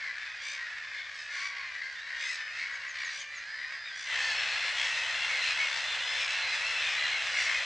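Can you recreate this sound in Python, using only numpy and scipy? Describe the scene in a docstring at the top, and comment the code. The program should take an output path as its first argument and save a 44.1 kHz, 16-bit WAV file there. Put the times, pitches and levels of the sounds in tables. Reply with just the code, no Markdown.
"""A gull colony on a reed island, heard across a lake by two close microphones.
From the start a thin, distant chorus of overlapping rasping calls lies over low rumble and soft air noise.
Nearer gulls stand out with arched, rattling overtone cries and harsh hissing screeches; one mew droops at 1.3 s.
From 2.7 s a songbird gives five falling sine chirps, then a thin whistle on two close pitches.
Just after 4 s the chorus swells and fills out, the rush of air with it; the nearer birds echo faintly from the shore."""
import sys
import numpy as np
from scipy import signal
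from scipy.fft import rfft, irfft, next_fast_len
from scipy.io import wavfile
from scipy.ndimage import uniform_filter1d

SR = 44100
rng = np.random.default_rng(int(sys.argv[2]) if len(sys.argv) > 2 else 0)


def inscribe(sig):
    """Save sig as 16-bit PCM at rate SR to the path in sys.argv[1].

    A 1-D sig is mono; a 2-D sig holds one channel per row.
    Samples are clipped to [-1, 1] before scaling.
    """
    pcm = np.round(np.clip(np.atleast_2d(sig).T, -1, 1) * 32767)
    wavfile.write(sys.argv[1], SR, pcm.astype(np.int16))


N = 337353
TIME = np.arange(N) / SR

# How hard the distant colony calls, thin and then full; only the swings about the mean are used.
# Each row: time in seconds, level in dB.
FAR_CHORUS = [(0.0, -39), (0.39, -48.5), (0.5, -44.5), (1.27, -53), (1.34, -38.5), (1.7, -46), (1.87, -49),
              (1.94, -55), (2.03, -44.5), (2.27, -41.5), (3.14, -43), (3.18, -56.5), (3.74, -43),
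              (3.81, -56), (4.04, -48.5), (4.05, -48)]
FULL_CHORUS = [(4.2, -37), (5.17, -37.5), (5.66, -37.5), (5.75, -39.5), (6.87, -37), (7.01, -37),
               (7.23, -38.5), (7.49, -34), (7.65, -38)]
# Colour of the two choruses. Each row: frequency in Hz, relative level in dB per Hz.
FAR_COLOUR = [(380, -52), (550, -23), (700, -25.5), (850, -24), (1050, -13), (1280, -13.5), (1600, 1),
              (1900, 1.5), (2200, -1.5), (2500, -8), (2900, -12), (3600, -16), (4700, -15), (6500, -25),
              (8000, -34), (10500, -56)]
FULL_COLOUR = [(500, -26), (900, -15.5), (1400, -11), (1700, 1), (2150, 1), (2450, -3), (2680, -0.5),
               (3050, -4), (3550, -4), (3820, -9.5), (4120, -4.5), (4400, -13), (4650, -10.5),
               (5400, -12.5), (5700, -14), (6100, -12.5), (6600, -18.5), (7600, -19), (9200, -34),
               (11000, -36.5)]
# Air and rumble over the lake under each chorus. 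Each row: frequency in Hz, relative level in dB per Hz.
FAR_AIR = [(15, -43.5), (25, -17), (40, -17.5), (59, -3.5), (86, -13), (119, -8.5), (141, -16.5),
           (178, -11.5), (198, -23.5), (361, -24), (523, -9), (793, -9), (1000, -9), (1300, -8),
           (2200, -120)]
FULL_AIR = [(15, -45), (25, -18), (70, -10.5), (130, -12), (172, -21), (323, -33.5), (426, -21.5),
            (500, -5), (882, -3), (1110, -0.5), (1200, -4), (1560, 6), (2640, -120)]
# Stereo width at the microphones. Each row: frequency in Hz, gain of the side signal in dB.
WIDTH = [(50, -31), (130, -14), (330, -4.5), (700, -12), (1400, -13), (2800, -17.5), (5600, -13.5),
         (9000, -10)]
# The loudest single cries. Each row: start in seconds, length in seconds, pitch in Hz, glide and arch as
# shares of the pitch, level in dB before CRIES_DB, number of the overtone the throat lifts, rasp from 0 to 1.
CRIES = [(0.0, 0.14, 1034, -.16, 0.0083, -41.5, 2, 0.22), (.17, 0.2, 1176, -0.046, 0.04, -53, 3, 0.81),
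         (0.289, .15, 1005, 0, .04, -59, 2, 0.78), (.36, .23, 1170, .17, .03, -52, 3, .6),
         (.56, .14, 950, -.04, .03, -40.5, 2, .35), (.65, .15, 850, -.06, .03, -45, 2, .5),
         (.81, 0.15, 1180, .04, 0.024, -55, 3, 0.55), (0.821, 0.12, 888, .1, 0.031, -47, 2, 1),
         (.92, 0.12, 1076, 0.094, 0.045, -42.5, 2, 0.48), (.94, 0.15, 1175, -0.0096, 0.0022, -49.5, 3, 1),
         (1.14, 0.14, 1290, -.03, 0.0024, -55, 4, .5), (1.151, 0.22, 1290, -0.052, 0.012, -52, 2, 0.53),
         (1.33, 0.1, 1057, 0, 0.076, -42, 2, 0.74), (1.72, 0.13, 970, -.03, 0.035, -43, 2, 0.77),
         (1.79, .12, 1043, .06, 0.041, -39, 2, 0.62), (1.76, .25, 1144, -.02, 0.0045, -56.5, 4, .5),
         (1.95, 0.078, 1210, 0.053, 0.028, -52, 3, 0.21), (1.99, .13, 985, 0.041, 0.012, -54, 4, 0.64),
         (2.0, 0.24, 935, 0.011, 0.034, -44, 2, 0.63), (2.17, 0.13, 1167, 0.047, .03, -47, 3, 0.82),
         (2.2, 0.17, 1017, -0.15, 0.037, -39.5, 2, 0.57), (2.37, .12, 890, -.03, 0.024, -40.5, 2, 0.66),
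         (2.3, 0.22, 1276, -.02, .005, -54.5, 4, 0.41), (2.44, 0.16, 1284, 0.033, .02, -49, 2, 0.44),
         (2.56, .13, 1080, .08, .04, -38, 2, 0.92), (2.651, 0.15, 839, -.07, 0.032, -44, 2, 0.96),
         (2.78, 0.13, 930, .05, 0.026, -55, 2, 0.56), (2.934, 0.21, 950, -0.08, 0.015, -41, 2, 0.56),
         (2.96, 0.25, 1020, -.04, 0.035, -56, 4, 0.99), (3.09, 0.099, 1193, 0, 0.031, -57, 4, 0.58),
         (3.17, 0.096, 1044, -.28, 0.043, -49, 3, 0.69), (3.269, 0.33, 1040, .03, .02, -59, 4, 0.58),
         (3.299, 0.18, 986, -.04, 0.03, -47.5, 2, 1), (3.53, 0.16, 955, 0, 0.046, -42, 2, 0.9),
         (3.66, 0.21, 888, -0.11, .01, -47.5, 2, 0.15), (3.77, 0.12, 1207, .03, .02, -54, 3, 0.35),
         (3.84, 0.083, 1216, -.09, 0.029, -47, 3, 0.56), (3.849, 0.054, 1224, 0.018, 0.094, -45, 2, 0.97),
         (3.88, 0.19, 773, -.05, 0.0068, -51.5, 2, 0.54), (3.9, .19, 1140, .1, .03, -50.5, 3, .5),
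         (4.05, .12, 1010, -.1, .02, -38, 2, .45), (4.14, .23, 890, -.1, .01, -35, 2, .55),
         (4.17, 0.31, 1446, -0.039, 0.023, -44, 3, 0.77), (4.2, 0.17, 1200, 0, 0.028, -47, 4, .5),
         (4.33, 0.2, 1330, -.01, .005, -39, 2, 0.39), (4.33, 0.13, 1340, 0, .005, -45, 4, 0.47),
         (4.421, .18, 1437, .02, 0.022, -46, 3, .44), (4.57, 0.15, 1413, -.02, .01, -46, 3, 0.35),
         (4.609, .12, 1056, 0, 0.039, -37, 2, 0.87), (4.751, 0.15, 1095, -0.019, 0.023, -42, 3, 0.69),
         (4.87, 0.16, 1333, -0.051, 0.0093, -38, 2, 0.26), (4.9, 0.093, 1240, -.01, 0.0044, -51, 5, 0.44),
         (5.12, 0.16, 1114, -0.031, 0.013, -45, 3, .8), (5.27, 0.16, 1074, -0.1, 0.014, -33, 2, 0.65),
         (5.36, 0.19, 1370, 0.0051, 0.0097, -39, 3, 0.8), (5.565, .135, 1105, 0, .07, -32, 2, .65),
         (5.71, 0.057, 1173, 0, 0.028, -41, 3, .4), (5.79, 0.24, 1360, -.02, 0.024, -51, 3, 0.5),
         (5.83, 0.16, 1175, 0, 0.03, -41, 3, 0.81), (5.95, 0.34, 1167, 0.016, 0.03, -40.5, 3, 0.79),
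         (6.03, 0.16, 1273, 0, .01, -46, 4, .5), (6.18, 0.1, 1335, 0, 0, -45, 4, .5),
         (6.194, 0.079, 1200, -0.044, 0.041, -36, 2, 0.59),
         (6.25, 0.26, 1320, -0.016, 0.013, -40.5, 2, 0.83), (6.38, .2, 1352, -.038, .01, -41.5, 3, .5),
         (6.425, .05, 1080, .08, .06, -35, 2, .35), (6.44, .15, 1250, 0, .02, -47, 4, .6),
         (6.51, .05, 1045, -.04, .05, -37.5, 2, .35), (6.605, .05, 1150, .16, 0.026, -41, 2, 0.25),
         (6.62, 0.24, 1350, .02, 0.02, -50, 4, .6), (6.685, .045, 1060, -.1, 0.024, -40, 2, .35),
         (6.73, .26, 1195, .02, .015, -43.5, 3, .75), (6.87, .15, 1360, .02, .005, -47, 4, .4),
         (6.95, .16, 1345, .03, .01, -40.5, 3, .4), (6.95, .15, 1000, -.1, .03, -33.5, 2, .55),
         (7.105, .08, 1085, 0, .036, -34, 2, .55), (7.08, 0.11, 1365, -.03, 0.029, -44, 3, 0.4),
         (7.32, 0.12, 1072, .04, 0.024, -34, 2, 0.94), (7.35, 0.18, 1365, 0, .01, -47.5, 4, 0.44),
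         (7.44, 0.074, 1090, 0.016, 0.028, -34.5, 2, 0.47), (7.47, 0.18, 1000, -.02, 0.015, -39, 2, 0.43)]
# Overtones of a screech, and weakly of a cry. Each row: frequency in Hz, relative level in dB.
VOICE = [(300, -40), (550, -26.5), (1100, -22.5), (2200, -7), (2900, 0), (3500, -9.5), (4200, -7.5),
         (5000, -7.5), (6000, -6), (6700, -14.5), (7300, -14.5), (8500, -22.5), (10500, -45.5)]
# Fall-off of a cry's upper resonance in the high treble. Each row: frequency in Hz, gain in dB.
BEAK_ROLLOFF = [(5400, -7.5), (7000, -13), (9500, -30)]
# Harsh screeches close by. Each row: start in seconds, length in seconds, pitch in Hz, glide and arch as
# shares of the pitch, level in dB, treble tilt in dB, rasp from 0 to 1, jitter as a share of the pitch.
SCREECHES = [(0.391, 0.2, 1207, 0.085, 0.005, -43, -1, 0.74, 0.008),
             (1.109, 0.19, 1287, -0.01, 0.014, -56, 13, 0.94, 0.011),
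             (1.28, 0.27, 1197, -0.069, 0.0104, -46.5, -2, 0.73, .02),
             (2.165, 0.18, 1257, 0.048, 0.041, -42.5, 0.5, 0.65, 0.013),
             (2.258, .13, 1315, -0.012, 0.0088, -44, 7, 0.61, 0.022),
             (2.521, 0.15, 1286, 0.0037, 0.017, -48, -10, 0.72, 0.023),
             (2.925, 0.21, 1128, 0.043, 0.016, -45, -17, 0.78, 0.031),
             (3.082, .18, 1185, 0.062, 0.01, -44.5, -1.5, 0.64, 0.018),
             (3.923, 0.21, 1187, .05, 0.02, -47, 5, 0.81, 0.013),
             (4.14, 0.26, 1075, -0.021, .016, -44, 8, 0.58, 0.027),
             (4.737, 0.204, 1093, .01, 0.015, -37, -12, 0.93, 0.0303),
             (5.381, 0.18, 1318, -0.012, 0.019, -34, -10, 0.61, 0.11),
             (6.136, 0.26, 1308, -0.00089, 0.015, -40, -1, 0.64, 0.046),
             (6.77, 0.28, 1203, -0.00039, 0.015, -37, -15, 0.67, 0.046),
             (7.346, .15, 1188, 0.042, 0.015, -40.5, 7, 0.42, 0.04)]
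# One long drooping mew. The row: start in seconds, length in seconds, pitch at the start, middle and end
# in Hz, level in dB before it fades.
MEW = (1.33, .46, 1090, 1120, 925, -42)
# Overtones of the mew. Each row: frequency in Hz, relative level in dB.
MEW_VOICE = [(300, -55), (550, -30), (1100, -7.5), (1700, -18), (2250, -1), (3400, -15), (4500, -11),
             (5700, -18), (9000, -55)]
# The songbird's falling chirps. Each row: start in seconds, level in dB before fading in and out.
CHIRPS = [(2.715, -59), (2.868, -54), (3.030, -51), (3.179, -51), (3.340, -54.5)]
# The full chorus swells in between these two times in seconds.
SWELL_S = (4.042, 4.143)

FAR_AIR_DB, FULL_AIR_DB = -64, -45.6
RATTLE_HZ = 66.84  # mean rate at which a rasping voice is chopped
STIR_DB, STIR_S = 3.5, 0.18  # a screech stirs the thin chorus: its treble rises for a moment
CRIES_DB = -0.9  # distance softens all the cries alike
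FLUTTER_DB, FLUTTER_PER_S = 1.5, 60  # a cry's level flutters on its way across the water
SCREECH_HISS = 0.47  # share of the tone
MEW_TREMBLE_DB, MEW_FADE_DB_PER_S = 3, 13
WHISTLE_START_S, WHISTLE_LENGTH_S, WHISTLE_ATTACK_S, WHISTLE_RELEASE_S = 3.46, 0.59, 0.05, 0.14
WHISTLE_HZ, WHISTLE_GAP_HZ, WHISTLE_WAVER = 4985, 170, 0.0045  # waver as a share of the pitch
WHISTLE_DB, WHISTLE_LOWER_DB = -53.5, -2.5  # peak of the upper voice; the lower voice relative to it
CUTOFF_HZ = 11000


def from_db(db):
    """Decibels to gain."""
    return 10 ** (np.asarray(db) / 20)


def rms_one(x):
    """Scale to unit power."""
    return x / np.sqrt(np.mean(x ** 2) + 1e-20)


def at_hz(points, hz):
    """Read a spectrum on a log-frequency axis."""
    f, value = np.transpose(points)
    return np.interp(np.log(hz + 1e-3), np.log(f), value)


def colour(x, spectrum):
    """Give a steady sound a spectrum."""
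    size = next_fast_len(N + 4096)
    gain = from_db(at_hz(spectrum, np.fft.rfftfreq(size, 1 / SR)))
    return irfft(rfft(x, size) * gain, size)[..., :N]


def band(x, low_hz, high_hz):
    """Band-pass."""
    return signal.sosfilt(signal.butter(2, [low_hz, high_hz], "band", fs=SR, output="sos"), x)


def wobble(t, per_s, size=1024):
    """Smooth chance with per_s new values a second."""
    return np.interp(t * per_s, np.arange(size), rng.standard_normal(size))


def add(track, s, sound):
    """Mix a sound in at time s, cut to the track's ends."""
    at = int(round(s * SR))
    first, last = max(at, 0), min(at + sound.shape[-1], N)
    if last > first:
        track[..., first:last] += sound[..., first - at:last - at]


def shore(x, t60, size=40000):
    """Sound scattered back by reeds and trees: a dense dying tail, different on each side."""
    tail = rng.standard_normal((2, size)) * from_db(-60 * np.arange(size) / SR / t60)
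    return signal.fftconvolve(x[None], rms_one(tail) / np.sqrt(size), axes=1)[:, :N]


def widen(mid, side, left_db):
    """Two close microphones: nearly the same sound in both, the left louder by left_db."""
    return (mid + colour(side, WIDTH) * [[1], [-1]]) * from_db([[left_db / 2], [-left_db / 2]])


def arch(pitch_hz, glide, bend):
    """Pitch at start, middle and end: bend lowers both ends, glide tilts the line through them."""
    return pitch_hz * np.array([1 - bend - glide / 2, 1, 1 - bend + glide / 2])


def cry(length, pitches, rasp, throat, jitter, hoarse, half_db, edge, hiss=0):
    """One gull call: an arched overtone-rich tone; rasp chops it into a rattle, shakes it and makes it hoarse."""
    t = np.arange(int(max(length, .02) * SR)) / SR
    u = t / t[-1]
    rasp = np.clip(rasp, .02, 1)
    shake = jitter * rasp * (wobble(t, 498.0) + 0.5715 * wobble(t, 69.85))
    pitch = np.polyval(np.polyfit([0, .5, 1], pitches, 2), u) * (1 + shake)

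    # the syrinx alternates strong and weak cycles, so the wave repeats at half the pitch
    k = np.arange(1, 21)
    strength = from_db(throat(k * pitches[1] / 2) + k % 2 * half_db)
    random_phase = np.exp(2j * np.pi * rng.random(len(k)))
    cycle = irfft(np.r_[0, strength * random_phase], n=4096)
    place = np.cumsum(pitch) / SR / 2 % 1
    tone = cycle[(place * len(cycle)).astype(int)]
    if hiss:
        throat_gain = from_db(throat(np.fft.rfftfreq(len(t), 1 / SR)))
        rush = irfft(rfft(rng.standard_normal(len(t))) * throat_gain, len(t))
        tone = rms_one(tone) + hiss * rms_one(rush)

    rate_hz = RATTLE_HZ * (1 + 0.047 * rng.standard_normal())
    beat = rate_hz * t + 0.15 * wobble(t, 36.5) + rng.random()
    rattle = 1 + 0.92 * rasp * np.cos(2 * np.pi * beat)
    roughness = 1 + hoarse * rasp ** 2 * wobble(t, 1100)
    swell = np.sin(np.pi / 2 * np.clip(np.minimum(u, 1 - u) / edge, 0, 1)) ** 2
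    return rms_one(tone * rattle * roughness) * swell


def crowd(t0, t1, spread_db, rasp, wet_db, t60, throat_db, count, size=6):
    """Many gull calls, long and short, at varied levels and bearings, each with its own voice, as mid and side."""
    out = np.zeros((size, 2, N))
    for i, chances in enumerate(rng.random((count, 9))):
        when, span, key, rise, fall, harsh, near, bearing, gape = chances
        pitch_hz = 820 * (1450 / 820) ** key
        pitches = pitch_hz * np.array([1.04 - .26 * rise, 1, 1.01 - .22 * fall])

        def throat(hz):
            """Each bird holds its main resonance at another height."""
            centre_hz = 1600 * (5500 / 1600) ** gape
            return throat_db * np.exp(-(np.log2(hz / centre_hz) / 0.22) ** 2)  # width in octaves

        voice = cry(.08 + .24 * span, pitches, rasp + .5 * (harsh - .5), throat,
                    jitter=0.02467, hoarse=2.54, half_db=-3.5, edge=0.15)
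        seat = np.array([[1], [np.sqrt(3) * (2 * bearing - 1)]])
        start_s = t0 + (t1 - t0) * (i + when) / count
        add(out[i % size], start_s, voice * from_db(spread_db * near) * seat)
    # each part of the colony has its own paths off the shore
    return sum(part + from_db(wet_db) * shore(part[0], t60, size=20000) for part in out)


def held(x, low_hz, high_hz):
    """Bring mid and side to a steady unit level, judged by the mid's power in a band."""
    power = uniform_filter1d(band(x[0], low_hz, high_hz) ** 2, SR // 5)
    return x / np.sqrt(np.maximum(power, 0) + 1e-3 * power.mean())


def chorus(voices, spectrum, curve, stirred_db, body_db, treble_db, body_follows, treble_follows, left_db):
    """The colony's din: throat resonance and harsh treble, each following how hard the birds call."""
    s, effort_db = np.transpose(curve)
    swing_db = np.interp(TIME, s, effort_db) - np.mean(effort_db)
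    din = colour(voices, spectrum)
    low = colour(din, [(2600, 0), (3000, -6), (3600, -40)])
    body, treble = held(low, 1300, 2800), held(din - low, 2800, 5000)
    body = body * from_db(body_db + body_follows * swing_db)
    treble = treble * from_db(treble_db + treble_follows * swing_db + stirred_db)
    return widen(*(body + treble), left_db)


def air(spectrum, level_db, left_db):
    """Distant rumble and the soft rush of air over water and reeds: coloured noise."""
    mid, side = rms_one(colour(rng.standard_normal((2, N)), spectrum))
    return from_db(level_db) * widen(mid, side, left_db)


def near_cries():
    """Single birds above the din: arched cries with one overtone lifted by the throat."""
    out = np.zeros(N)
    for s, length, pitch_hz, glide, bend, db, overtone, rasp in CRIES:
        def throat(hz):
            """A main resonance, a weaker one an octave up, the fundamental and weak overtones."""
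            def ring(multiple):
                """A resonance at this multiple of the pitch."""
                octaves = np.log2(hz / (multiple * pitch_hz))
                return 1 / (1 + (octaves / 0.099) ** 4)

            main = ring(round(overtone))
            upper = ring(2 * round(overtone)) * from_db(-12 + at_hz(BEAK_ROLLOFF, hz))
            fundamental = ring(0.91) * from_db(-19)
            overtones = from_db(-20 + at_hz(VOICE, hz))
            return 20 * np.log10(main + upper + fundamental + overtones)

        voice = cry(length, arch(pitch_hz, glide, bend), rasp, throat,
                    jitter=0.0221, hoarse=.8, half_db=-20, edge=.27)
        flutter_db = FLUTTER_DB * wobble(np.arange(len(voice)) / SR, FLUTTER_PER_S)
        add(out, s, from_db(db + CRIES_DB + flutter_db) * voice)
    return out


def screeches():
    """The closest gulls use the whole stack of overtones, with a puff of hiss in each beat of the rattle."""
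    out = np.zeros(N)
    for s, length, pitch_hz, glide, bend, db, treble_db, rasp, jitter in SCREECHES:
        def beak(hz):
            """A wider beak lets out more treble."""
            return at_hz(VOICE, hz) + treble_db * at_hz([(2400, 0.16), (6000, 1.0)], hz)

        voice = cry(length, arch(pitch_hz, glide, bend), rasp, beak,
                    jitter=jitter, hoarse=.5, half_db=-13, edge=.33, hiss=SCREECH_HISS)
        add(out, s, from_db(db) * voice)
    return out


def stir():
    """Excitement of the neighbours, 0-1: a smooth bump around each screech."""
    bumps = [np.exp(-((TIME - s - length / 2) / STIR_S * 2) ** 2) for s, length, *_ in SCREECHES]
    return np.minimum(sum(bumps), 1)


def drooping_mew():
    """One nearer gull's long call: its pitch droops while its level trembles and weakens."""
    out = np.zeros(N)
    s, length, start_hz, middle_hz, end_hz, db = MEW
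    voice = cry(length, (start_hz, middle_hz, end_hz), 0.52, lambda hz: at_hz(MEW_VOICE, hz),
                jitter=.026, hoarse=0.4, half_db=-19, edge=0.15, hiss=.28)
    age = np.arange(len(voice)) / SR
    level_db = db - MEW_FADE_DB_PER_S * age + MEW_TREMBLE_DB * wobble(age, 32.3)
    add(out, s, from_db(level_db) * voice)
    return out


def songbird(length=0.059, top_hz=7300, bottom_hz=5950):
    """Sine voices, slightly unsteady: five downward chirps, then a whistle that swells, holds and fades."""
    out = np.zeros(N)
    u = np.linspace(0, 1, int(length * SR))
    sweep_hz = top_hz * (bottom_hz / top_hz) ** u
    for s, db in CHIRPS:
        phase = 2 * np.pi * np.cumsum(sweep_hz * (1 + 0.012 * wobble(u * length, 260))) / SR
        add(out, s, from_db(db) * rms_one(np.sin(phase) * np.sin(np.pi * u ** 1.45)))

    waver = 1 + WHISTLE_WAVER * wobble(TIME, 28)  # shared by both voices

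    def whistle(hz):
        """One voice with its own fine shake."""
        shaken_hz = hz * waver * (1 + 0.0026 * wobble(TIME, 120))
        return np.sin(2 * np.pi * np.cumsum(shaken_hz) / SR)

    age = TIME - WHISTLE_START_S
    ramps = np.minimum(age / WHISTLE_ATTACK_S, (WHISTLE_LENGTH_S - age) / WHISTLE_RELEASE_S)
    pair = whistle(WHISTLE_HZ) + from_db(WHISTLE_LOWER_DB) * whistle(WHISTLE_HZ - WHISTLE_GAP_HZ)
    return out + np.clip(ramps, 0, 1) * from_db(WHISTLE_DB) * pair


def scene():
    """The thinner chorus gives way to the full one; nearer birds echo faintly from the shore."""
    few = crowd(-.5, 4.3, spread_db=10, rasp=0.56, wet_db=-4, t60=0.45, throat_db=5, count=150)
    many = crowd(3.6, 7.8, spread_db=10, rasp=0.58, wet_db=-3, t60=0.5, throat_db=5, count=190)
    far = chorus(few, FAR_COLOUR, FAR_CHORUS, STIR_DB * stir(), body_db=-41.5, treble_db=-52.5,
                 body_follows=0.3, treble_follows=0.21, left_db=.5)
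    full = chorus(many, FULL_COLOUR, FULL_CHORUS, 0, body_db=-34.5, treble_db=-39.5,
                  body_follows=1.0, treble_follows=0.2, left_db=0.8)
    far = far + air(FAR_AIR, FAR_AIR_DB, left_db=0.5)
    full = full + air(FULL_AIR, FULL_AIR_DB, left_db=1.8)
    swell = np.interp(TIME, SWELL_S, [0, 1])
    distant = np.sqrt(1 - swell) * far + swell * full

    close = screeches()
    birds = near_cries() + drooping_mew() + songbird()
    echo = shore(from_db(-8) * birds + from_db(-12) * close, t60=0.36)
    return distant + widen(birds + close + echo[0], echo[1], left_db=1.5)


def record(dry):
    """A steep low-pass cuts the top of what the microphones hear."""
    return signal.sosfilt(signal.ellip(12, .1, 80, CUTOFF_HZ, fs=SR, output="sos"), dry)


dry = scene()
out = record(dry)
inscribe(out)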